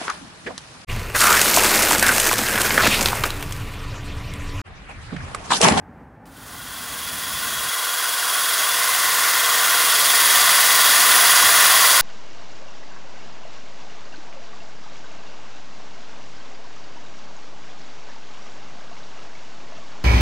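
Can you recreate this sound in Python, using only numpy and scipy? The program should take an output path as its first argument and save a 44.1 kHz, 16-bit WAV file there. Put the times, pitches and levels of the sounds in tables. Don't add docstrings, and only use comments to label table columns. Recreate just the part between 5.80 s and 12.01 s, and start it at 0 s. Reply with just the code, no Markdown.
import sys
import numpy as np
from scipy import signal
from scipy.fft import rfft, irfft, next_fast_len
from scipy.io import wavfile

SR = 44100
rng = np.random.default_rng(int(sys.argv[2]) if len(sys.argv) > 2 else 0)


def file_out(sig):
    cols = np.atleast_2d(sig).T
    lim = np.clip(cols, -1, 1)
    pcm = np.round(lim * 32767).astype(np.int16)
    wavfile.write(sys.argv[1], SR, pcm)


N = 273861
MAINS_HZ = 60


def from_db(db):
    return 10 ** (np.asarray(db) / 20)


def rms_one(x):
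    return x / np.sqrt(np.mean(x ** 2) + 1e-20)


def seconds():
    return np.arange(N) / SR


def in_time(rows):
    s, *columns = np.transpose(rows)
    return [np.interp(seconds(), s, column) for column in columns]


def wave(turns):
    return np.cos(2 * np.pi * turns)


def mains_wave():
    return wave(2 * MAINS_HZ * seconds())


def drift(rate):
    step = 40
    memory = np.exp(-2 * np.pi * rate * step / SR)
    noise = rng.standard_normal(N // step + 2002)
    slow = signal.lfilter([1], [1, -2 * memory, memory ** 2], noise)[2000:]
    return np.interp(np.arange(N) / step, np.arange(len(slow)), rms_one(slow))


def coloured(x, spectrum):
    hz, level_db = np.transpose(spectrum)
    size = next_fast_len(N)
    bins_hz = np.maximum(np.arange(size // 2 + 1) * SR / size, 1)
    gain = from_db(np.interp(np.log(bins_hz), np.log(hz), level_db))
    return irfft(rfft(x, size) * gain, size)[:N]


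def resonance(x, hz, width_hz):
    return signal.lfilter(*signal.iirpeak(hz, hz / width_hz, fs=SR), x)


def ramp(start_s, length_s):
    return np.clip((seconds() - start_s) / length_s, 0, 1)


def swells(rows):
    total = 0
    for peak_s, length_s, level_db in rows:
        place = np.clip((seconds() - peak_s) / length_s, -.5, .5)
        total = total + from_db(level_db) * np.cos(np.pi * place) ** 2
    return total


# (frequency [Hz], level [dB per Hz])
RUMBLE_COLOUR = [(18, -36), (30, -19), (53, -2), (119, -4.5), (260, -4.5), (288, -4.5), (320, -12),
                 (497, -14), (612, -14), (859, -9), (928, -14), (1090, -18), (1780, -20.5), (3680, -46),
                 (15000, -55)]
RUMBLE_START_DB, RUMBLE_RISE_DB_PER_S, RUMBLE_OUT_S = -45.2, 1.2, 1.905


def outdoors():
    noise = rms_one(coloured(rng.standard_normal(N), RUMBLE_COLOUR))
    level_db = RUMBLE_START_DB + RUMBLE_RISE_DB_PER_S * seconds() + .8 * drift(5)
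    stop = np.clip((RUMBLE_OUT_S - seconds()) / .015, 0, 1)
    return noise * from_db(level_db) * stop


DRILL_IN_S = .455
FADE_IN_S, FADE_FROM_DB = 5.0, -40


def fade_in():
    return (seconds() > DRILL_IN_S) * np.maximum(ramp(DRILL_IN_S, FADE_IN_S), from_db(FADE_FROM_DB))


# (time [s], rotor speed [turns per s])
WORKING_SPEED = [(1.3, 473.3), (1.9, 475.7), (2.75, 472.3), (3.25, 473.2), (3.6, 470.5), (4.25, 470.9),
                 (4.95, 475.5), (5.3, 473.6), (6.21, 475)]
RUN_UP_HZ, RUN_UP_S = 51, .185


def rotor_speed():
    working_speed, = in_time(WORKING_SPEED)
    since_start = np.maximum(seconds() - DRILL_IN_S, 0)
    return working_speed - RUN_UP_HZ * np.exp(-since_start / RUN_UP_S)


def side_on():
    return ramp(start_s=3.9, length_s=.55)


# (multiple of rotor speed, level [dB against the motor level], change when side-on [dB])
MOTOR_TONES = [(1, -26.5, -7), (2, -28, 3), (3, -26, 2), (4, -27, 4), (5.92, -27, 0), (6, -26, 2),
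               (8, -27, 3), (9, -28, 3), (10, -26, 8), (12, -28, 2), (14, -26, 3), (15, -31, 0),
               (16, -33, 0), (19, -33, 0), (20, -22, 2), (22, -29, 0), (23, -33, 0), (26, -29, 0),
               (27, -33, 0), (28, -32, 0), (30, -29, 0)]
MOTOR_DB = -16.0


def motor(rotor):
    turned = side_on()
    tones = 0
    for multiple, level_db, turned_db in MOTOR_TONES:
        tone = np.sqrt(2) * wave(multiple * rotor + rng.random() + .04 * drift(20))
        tones = tones + tone * from_db(level_db + turned_db * turned + 2.0 * drift(10))
    return tones * from_db(MOTOR_DB + 1.8 * mains_wave())


# (time [s], tooth tone level [dB], high whine level [dB])
GEAR_LEVELS = [(.5, -29.5, -27.8), (1.2, -26.4, -23.9), (2.1, -25.2, -25.2), (2.8, -25.8, -21.7),
               (3.15, -37, -24.6), (3.5, -37, -27), (3.56, -26.5, -32.5), (4.15, -27.5, -22.2),
               (4.5, -27, -20.8), (4.68, -32, -24), (4.97, -27, -26.6), (5.35, -31, -21.8),
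               (5.7, -29.6, -24.6), (6.21, -30.5, -24.0)]
PINION_TEETH, GEAR_RATIO, IDLER_RATIO = 7, 23.78, 39 / 7
THROB_DB, THROB_SIDE_ON_DB = 4.9, -1.5


def gear_whine(rotor, chuck):
    mesh_db, whine_db = in_time(GEAR_LEVELS)
    depth_db = THROB_DB + THROB_SIDE_ON_DB * side_on()
    load_db = depth_db * wave(chuck) - depth_db ** 2 / 18
    idler = wave(rotor / IDLER_RATIO)
    teeth = PINION_TEETH * rotor + .015 * drift(50)
    mesh_swing_db = 1.34 * load_db + 2.2 * idler + 1.0 * drift(30)
    whine_swing_db = .8 * load_db + .9 * idler + .9 * mains_wave() + 1.0 * drift(40)
    mesh = rms_one(wave(teeth) * from_db(mesh_swing_db))
    whine = rms_one(wave(3 * teeth) * from_db(whine_swing_db))
    return mesh * from_db(mesh_db) + whine * from_db(whine_db)


def wire_strikes(per_s, spread_db):
    sizes = from_db(spread_db * np.minimum(rng.exponential(1, N), 7))
    hits = rng.random(N) < per_s / SR
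    return rms_one(hits * sizes * rng.choice([-1, 1], N))


# (frequency [Hz], width of each of two passes [Hz], level [dB])
BLADE_RINGING = [(693, 240, -9.5), (1045, 154, -1), (1138, 200, -1.5), (1439, 218, -1), (1586, 200, -5.5),
                 (1827, 197, -3), (2014, 178, -3)]
# (time [s], level of the ring [dB], tilt towards its upper modes [dB])
WHEEL_CONTACT = [(.6, -18.2, -2.6), (1.05, -18.0, -1.2), (1.45, -20.2, 0), (1.95, -17.6, -.8),
                 (2.4, -18.6, -2.4), (3.4, -18.2, 2.8), (3.95, -17.6, -.4), (4.2, -19.4, 1.2),
                 (4.7, -17.8, 2.6), (5.15, -18.5, 1.5), (5.75, -17.3, 1.0), (6.21, -18.1, 1.4)]
MIDDLE_DB, MIDDLE_SIDE_ON_DB = .9, -1.0
MIDDLE_GIVES = .7


def blade(strikes, chuck):
    ring_db, upper_db = in_time(WHEEL_CONTACT)
    middle_db = MIDDLE_DB - MIDDLE_GIVES * upper_db + MIDDLE_SIDE_ON_DB * side_on()
    ring = 0
    for hz, width_hz, level_db in BLADE_RINGING:
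        drive = strikes * rng.standard_normal(N)
        mode = resonance(resonance(drive, hz, width_hz), hz, width_hz)
        if hz > 1700:
            place_db = upper_db
        elif hz > 1300:
            place_db = middle_db
        else:
            place_db = 0
        ring = ring + mode * from_db(level_db + place_db + .6 * drift(7))
    bounce_db = (.3 + .6 * side_on()) * wave(chuck + .37)
    return rms_one(ring) * from_db(ring_db + bounce_db)


# (frequency [Hz], level [dB per Hz])
HISS_COLOUR = [(100, -22), (250, -14), (450, -7), (900, -6.5), (1600, -6.5), (2300, 0.5), (3000, 0),
               (5500, 0), (8000, -1.5), (10000, 0.5), (13000, -2.6), (15600, -3.3)]
# (frequency [Hz], width [Hz], boost [dB])
WHEEL_COLOUR = [(2250, 150, -2.5), (2870, 120, 0.5), (3360, 300, 3.5), (3730, 190, 2), (4790, 390, 3),
                (6560, 380, 2), (14570, 200, 4.5), (15480, 350, 5.5)]


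def hiss(strikes, rotor, chuck):
    flutter_db = .63 * wave(chuck) + .8 * wave(rotor) + .12 * mains_wave() + .32 * drift(25)
    x = coloured(strikes * from_db(flutter_db), HISS_COLOUR)
    for hz, width_hz, boost_db in WHEEL_COLOUR:
        extra = from_db(boost_db + 1.0 * drift(6.4)) - 1
        x = x + extra * resonance(x, hz, width_hz)
    return rms_one(x)


# (time of peak [s], length [s], level [dB against the hiss])
EDGE_SQUEALS = [(.96, .16, -10), (1.3, .3, -15), (1.57, .2, -12.5), (2.93, .2, -9.5), (3.42, .16, -16),
                (4.28, .2, -11), (4.61, .24, -11.5), (5.3, .3, -18)]
EDGE_HZ, EDGE_DB = 3467, -23


def singing_edge():
    tone = wave(EDGE_HZ * seconds() + .16 * drift(12)) * from_db(2.5 * drift(25))
    return rms_one(tone) * np.maximum(from_db(EDGE_DB), swells(EDGE_SQUEALS))


# (frequency [Hz], level [dB per Hz])
AIR_COLOUR = [(20, -38), (40, -9), (65, 1), (105, -3), (170, -3), (260, -11), (400, -16), (1500, -50)]
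# (time of peak [s], length [s], level [dB])
AIR_PUFFS = [(3.25, .6, -61), (4.7, .16, -49), (5.3, .1, -54), (5.66, .16, -46), (5.78, .2, -53)]
FLOW_DB, FLOW_SIDE_ON_DB = -52, -2.5


def draught():
    flow = from_db(FLOW_DB + FLOW_SIDE_ON_DB * side_on()) + swells(AIR_PUFFS)
    air = rms_one(coloured(rng.standard_normal(N), AIR_COLOUR))
    return air * flow * from_db(1.1 * drift(8))


HISS_DB, HISS_SIDE_ON_DB = -14.7, 1.0


def scene():
    rotor = np.cumsum(rotor_speed()) / SR
    chuck = rotor / GEAR_RATIO + .71
    rotor = rotor + .0024 * wave(chuck + .23)
    strikes = wire_strikes(per_s=26000, spread_db=2.55)
    wires_gain = from_db(HISS_DB + HISS_SIDE_ON_DB * side_on())
    wires = wires_gain * (hiss(strikes, rotor, chuck) + singing_edge())
    work = motor(rotor) + gear_whine(rotor, chuck) + blade(strikes, chuck) + wires + draught()
    mono = outdoors() + fade_in() * work
    return np.array([mono, mono])


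def record(dry):
    thin = signal.sosfilt(signal.butter(4, 38, "high", fs=SR, output="sos"), dry)
    clipped = np.clip(thin, -.8, .8)
    return signal.sosfilt(signal.ellip(14, .1, 90, 15750, fs=SR, output="sos"), clipped)


dry = scene()
out = record(dry)
file_out(out)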